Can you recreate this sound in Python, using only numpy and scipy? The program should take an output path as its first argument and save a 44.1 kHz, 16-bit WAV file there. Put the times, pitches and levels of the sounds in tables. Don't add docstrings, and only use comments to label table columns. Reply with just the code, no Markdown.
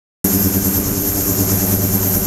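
import sys
import numpy as np
from scipy import signal
from scipy.fft import rfft, irfft, next_fast_len
from scipy.io import wavfile
from scipy.ndimage import uniform_filter1d, map_coordinates

SR = 44100
rng = np.random.default_rng(int(sys.argv[2]) if len(sys.argv) > 2 else 0)


def to_wav(sig):
    pcm = np.clip(np.atleast_2d(sig), -1, 1) * 32767
    pcm = np.round(pcm).astype(np.int16)
    wavfile.write(sys.argv[1], SR, pcm.T)


def amplitude_ratio(level_db):
    exponent = np.asarray(level_db, float) / 20
    return 10 ** exponent


N = 100018

PULSE_HZ, SWEEP_HZ = 99.95, 90.6
PULSE_PEAK_S, SWEEP_PEAK_S, THROB_PEAK_S = 1.8013, 1.8074, 1.829


def unit(x):
    return x / np.sqrt(np.mean(np.abs(x) ** 2) + 1e-20)


def curves(rows):
    times, *columns = np.transpose(rows)
    return np.array([np.interp(np.arange(N) / SR, times, column) for column in columns])


def wobble(rate):
    knots = rng.standard_normal(int(N / SR * 60) + 4)
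    return map_coordinates(knots, [np.arange(N) * min(rate, 60) / SR])


def cycle(hz, peak_s):
    return 2 * np.pi * hz * (np.arange(N) / SR - peak_s)


def filtered(x, response):
    size = next_fast_len(N + 8192)
    spectrum = rfft(x, size) * response(np.fft.rfftfreq(size, 1 / SR))
    return irfft(spectrum, size)[..., :N]


def rush(colour, patchy_db):
    grains = signal.stft(rng.standard_normal(N), nperseg=512)[2]
    patches = uniform_filter1d(rng.standard_normal(grains.shape), size=6, axis=0)
    patches = uniform_filter1d(patches, size=8, axis=1)
    noise = signal.istft(grains * amplitude_ratio(patchy_db * unit(patches)), nperseg=512)[1][:N]
    f, db = np.transpose(colour)
    return unit(filtered(noise, lambda hz: amplitude_ratio(np.interp(np.log(hz + 1), np.log(f + 1), db, -120, -120))))


def throb(depth_db, lag_s=0.):
    return amplitude_ratio(depth_db * np.cos(cycle(PULSE_HZ - SWEEP_HZ, THROB_PEAK_S + lag_s)))


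def pulsing(depth_db, lag_s, times=1):
    return amplitude_ratio(depth_db * np.cos(times * cycle(PULSE_HZ, PULSE_PEAK_S + lag_s)))


HUM_LINES = [(1, 0, 0), (2, 0, 1), (6, 0, 5), (7, 0, 5), (8, 0, 5), (11, 0, 5), (14, 0, 5), (15, 0, 3),
             (16, 0, 3), (3, 0, 2), (4, 0, 2), (5, 0, 2), (0, 2, 3), (1, 2, 3), (1, 3, 3), (1, 4, 3),
             (-1, 2, 4), (0, 4, 5), (3, 2, 3), (4, 2, 5), (0, 1, 4), (1, 1, 4), (2, 1, 4), (0, 3, 4),
             (3, 1, 3), (2, 2, 5), (4, 1, 5), (2, 3, 4), (5, 1, 5), (7, 1, 5), (3, -1, 1), (15, 1, 3)]
HUM_LINE_DB = [-24, -27, -42, -46, -51, -56, -57, -50, -55, -33, -37, -46, -29, -31, -36, -45, -39, -43,
               -47, -47, -32, -34, -32, -34, -35, -41, -45, -46, -47, -49, -40, -55]
# (time [s], lowest mains line [dB], second mains line [dB],
# middle mains lines [dB], strong mixes [dB], other mixes [dB])
HUM_SWELL = [(0.3, -2.72, 2.82, 1.12, 3.24, 2.91), (0.44, 1.22, 3.87, 2.47, 2.64, 2.98),
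             (0.57, 1.15, 0.75, -1.44, 1.36, 3.62), (0.7, -8.51, 2.76, 0.42, -1.26, 2.08),
             (0.84, -7.75, -3.54, 0.23, -2.98, 0.97), (0.98, -3.32, -12.48, 4.05, -3.99, -0.99),
             (1.11, -8.49, -8.71, 2.73, -7.24, -2.81), (1.25, -4.71, -7.32, 1.86, -3.82, -1.56),
             (1.38, -0.17, -5.21, 2.53, 0.92, 1.47), (1.52, 0.68, -2.22, -1.77, 0.82, -1.42),
             (1.65, 3.94, 1.95, -11.54, 1.63, -2.71), (1.78, 2.31, 1.68, -7.36, 0.44, -5.49),
             (1.92, 2.41, 1.66, -9.39, -0.72, -4.12), (2.06, 0.08, -0.13, -8.97, -0.2, -8.95),
             (2.19, -1.39, 0.25, -8.05, 0.54, -1.6)]
# (time [s], level [dB])
UPPER_SWELL = [(.3, -4), (.8, -6), (1.15, -4), (1.4, 3), (1.75, 2), (1.95, 0), (2.26, 1.5)]
# (time [s], lead of lowest lines [rad], lead of higher mains lines [rad], trail of mixes [rad])
HUM_SPREAD = [(.3, 1.3, 2.1, 2.3), (.6, 1.1, 2.6, 2.3), (.8, .4, 2.3, 1.7), (1.0, -.5, 1.7, 1.2),
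              (1.2, -.7, 1.6, .9), (1.4, -.2, 1.3, .1), (1.7, .01, .3, -.2), (2.26, -.2, -.3, .01)]


def hum():
    lower_lead, upper_lead = 1.8, .05
    wander, jitter, roughness = .25, .2, .17
    pulse, sweep = cycle(PULSE_HZ, PULSE_PEAK_S), cycle(SWEEP_HZ, SWEEP_PEAK_S)
    family_db = [*curves(HUM_SWELL), *curves(UPPER_SWELL)]
    lowest, higher, trail = curves(HUM_SPREAD)
    lines = np.zeros(N)
    for (m, n, family), db in zip(HUM_LINES, HUM_LINE_DB):
        if family == 5:
            lead = upper_lead
        elif m + n == 1:
            lead = lower_lead + lowest
        else:
            lead = lower_lead + (-trail if n else higher)
        lead = lead + wander * wobble(2.89) + jitter * wobble(12)
        size = amplitude_ratio(db + family_db[family]) * (1 + roughness * wobble(13.97))
        lines += size * np.cos(m * pulse + n * sweep + lead)
    return amplitude_ratio(.1) * np.sqrt(2) * lines


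# (time [s], relative level [dB])
BUZZ_SWELL = [(0.3, -25.5), (0.44, -27.5), (0.57, -29.5), (0.7, -27.5), (0.84, -29.5), (0.98, -28.5),
              (1.11, -28), (1.25, -26.5), (1.38, -26.5), (1.52, -26), (1.65, -27.5), (1.78, -29.5),
              (1.92, -29), (2.06, -27.5), (2.19, -28)]
# (frequency [Hz], relative level [dB])
BUZZ_COLOUR = [(2470, -51), (4200, -14), (5530, -3.5), (6410, -0.5), (7110, 0), (7800, -6), (10100, -44),
               (17200, -120)]
# (frequency [Hz], relative level [dB])
BUZZ_COMB = [(5034, -54), (5235, -52), (5330, -50), (5430, -46), (5525, -47), (5630, -52), (5729, -44),
             (5830, -51), (5989, -46), (6089, -47), (6180, -45), (6279.5, -42), (6361, -44), (6443, -46),
             (6490, -48), (6540, -43), (6634, -44), (6735, -46), (6834, -43), (6935, -46), (6988, -44),
             (7097, -46), (7200, -44), (7295, -46), (7389, -45), (7470, -50), (7551, -49), (7633, -51),
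             (7689, -51)]


def buzz():
    level_db = curves(BUZZ_SWELL)[0]
    comb = np.zeros(N)
    for hz, db in BUZZ_COMB:
        size = amplitude_ratio(db + 2.4 * wobble(3.5))
        comb += size * np.cos(cycle(hz, rng.random()) + 0.83 * wobble(9.05))
    comb *= amplitude_ratio(level_db - level_db.mean() + .3) * throb(3.5)
    noise = amplitude_ratio(level_db - 1.0) * throb(1.8) * rush(BUZZ_COLOUR, patchy_db=1.2)
    return comb + noise


# (time [s], level [dB])
WHINE_SWELL = [(0.26, -19), (0.448, -20), (0.51, -24), (0.544, -20), (0.638, -25.5), (0.648, -20),
               (0.732, -22), (0.754, -18), (0.856, -27), (0.878, -23), (0.95, -25.5), (1.072, -20),
               (1.144, -23), (1.25, -21), (1.496, -23), (1.502, -21), (1.708, -21.5), (1.724, -17.5),
               (1.802, -24.5), (1.846, -21.5), (1.914, -24.5), (1.958, -19.5), (1.97, -22.5),
               (2.158, -18.5), (2.22, -23.5), (2.26, -21.5)]
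# (frequency [Hz], relative level [dB])
WHINE_COLOUR = [(11000, -40), (11600, -16), (12100, -10), (12350, -5), (12540, 0), (12640, -.5),
                (12800, -3.5), (13000, -7), (13150, -12), (13350, -17), (14000, -21), (15000, -25),
                (15800, -27)]


def cavitation_whine():
    ripple = pulsing(1.0, -.002) * pulsing(0.51, 0.0037, times=2)
    noise = rush(WHINE_COLOUR, patchy_db=0.35)
    return amplitude_ratio(curves(WHINE_SWELL)[0]) * throb(0.45, .012) * ripple * noise


# (time [s], relative level [dB])
HISS_SWELL = [(0.26, -24.5), (0.276, -32), (0.342, -27), (0.376, -30.5), (0.538, -31), (0.554, -30.5),
              (0.622, -32), (0.644, -27.5), (0.832, -33), (1.296, -29), (1.328, -33), (1.406, -28.5),
              (1.446, -31.5), (1.506, -28.5), (1.646, -30.5), (1.724, -27), (1.796, -33.5), (1.952, -29.5),
              (2.002, -33), (2.07, -30), (2.12, -29), (2.142, -27.5), (2.226, -31.5), (2.26, -32)]
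# (frequency [Hz], relative level [dB])
HISS_COLOUR = [(4530, -45), (7700, -5), (8090, -5), (10500, -4), (11200, -2), (11800, -8), (15300, -33),
               (22000, -120)]


def cavitation_hiss():
    return amplitude_ratio(curves(HISS_SWELL)[0] + 1.34) * throb(0.49, .006) * rush(HISS_COLOUR, patchy_db=0.1)


# (time [s], relative level [dB])
RATTLE_SWELL = [(0.26, -32), (0.532, -35), (0.538, -32), (0.588, -35.5), (0.76, -32), (0.788, -34.5),
                (1.038, -35), (1.48, -33.5), (1.49, -29.5), (1.524, -32.5), (1.686, -33), (1.74, -31.5),
                (1.752, -35.5), (2.148, -33), (2.182, -35.5), (2.26, -34)]
# (frequency [Hz], relative level [dB])
RATTLE_COLOUR = [(330, -12), (430, -5), (600, -3), (850, -6), (1500, -10.5), (2200, -13), (3400, -18),
                 (4400, -20), (5700, -38)]


def rattle():
    ripple = throb(0.45) * pulsing(0.38, -0.00059)
    return amplitude_ratio(curves(RATTLE_SWELL)[0] + 1.5) * ripple * rush(RATTLE_COLOUR, patchy_db=0.8)


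# (frequency [Hz], relative level [dB])
RUMBLE_COLOUR = [(10, -14), (25, -7), (33, -7), (48, -1), (66, -8), (120, -6), (140, -7.5), (225, -3),
                 (240, -12), (340, -13), (450, -15), (600, -26)]


def pump():
    return amplitude_ratio(-28 + 1.7 * wobble(6.15)) * rush(RUMBLE_COLOUR, patchy_db=1.5)


def scene():
    tank = hum() + buzz() + cavitation_whine() + cavitation_hiss() + rattle()
    return (tank + pump())[None]


def roll_off(x):
    return signal.sosfilt(signal.butter(12, 15820, fs=SR, output="sos"), x)


def record(dry):
    notch_hz, notch_width_hz, notch_db = 7850, 42, -24
    top_hz, open_s, fade_s = 15760, .2425, .001

    def response(hz):
        notch = amplitude_ratio(notch_db / (1 + ((hz - notch_hz) / notch_width_hz) ** 2))
        return notch * (hz < top_hz)

    gate = np.clip((np.arange(N) / SR - open_s) / fade_s, 0, 1)
    mix = filtered(dry, response) * gate
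    return roll_off(mix)


dry = scene()
out = record(dry)
to_wav(out)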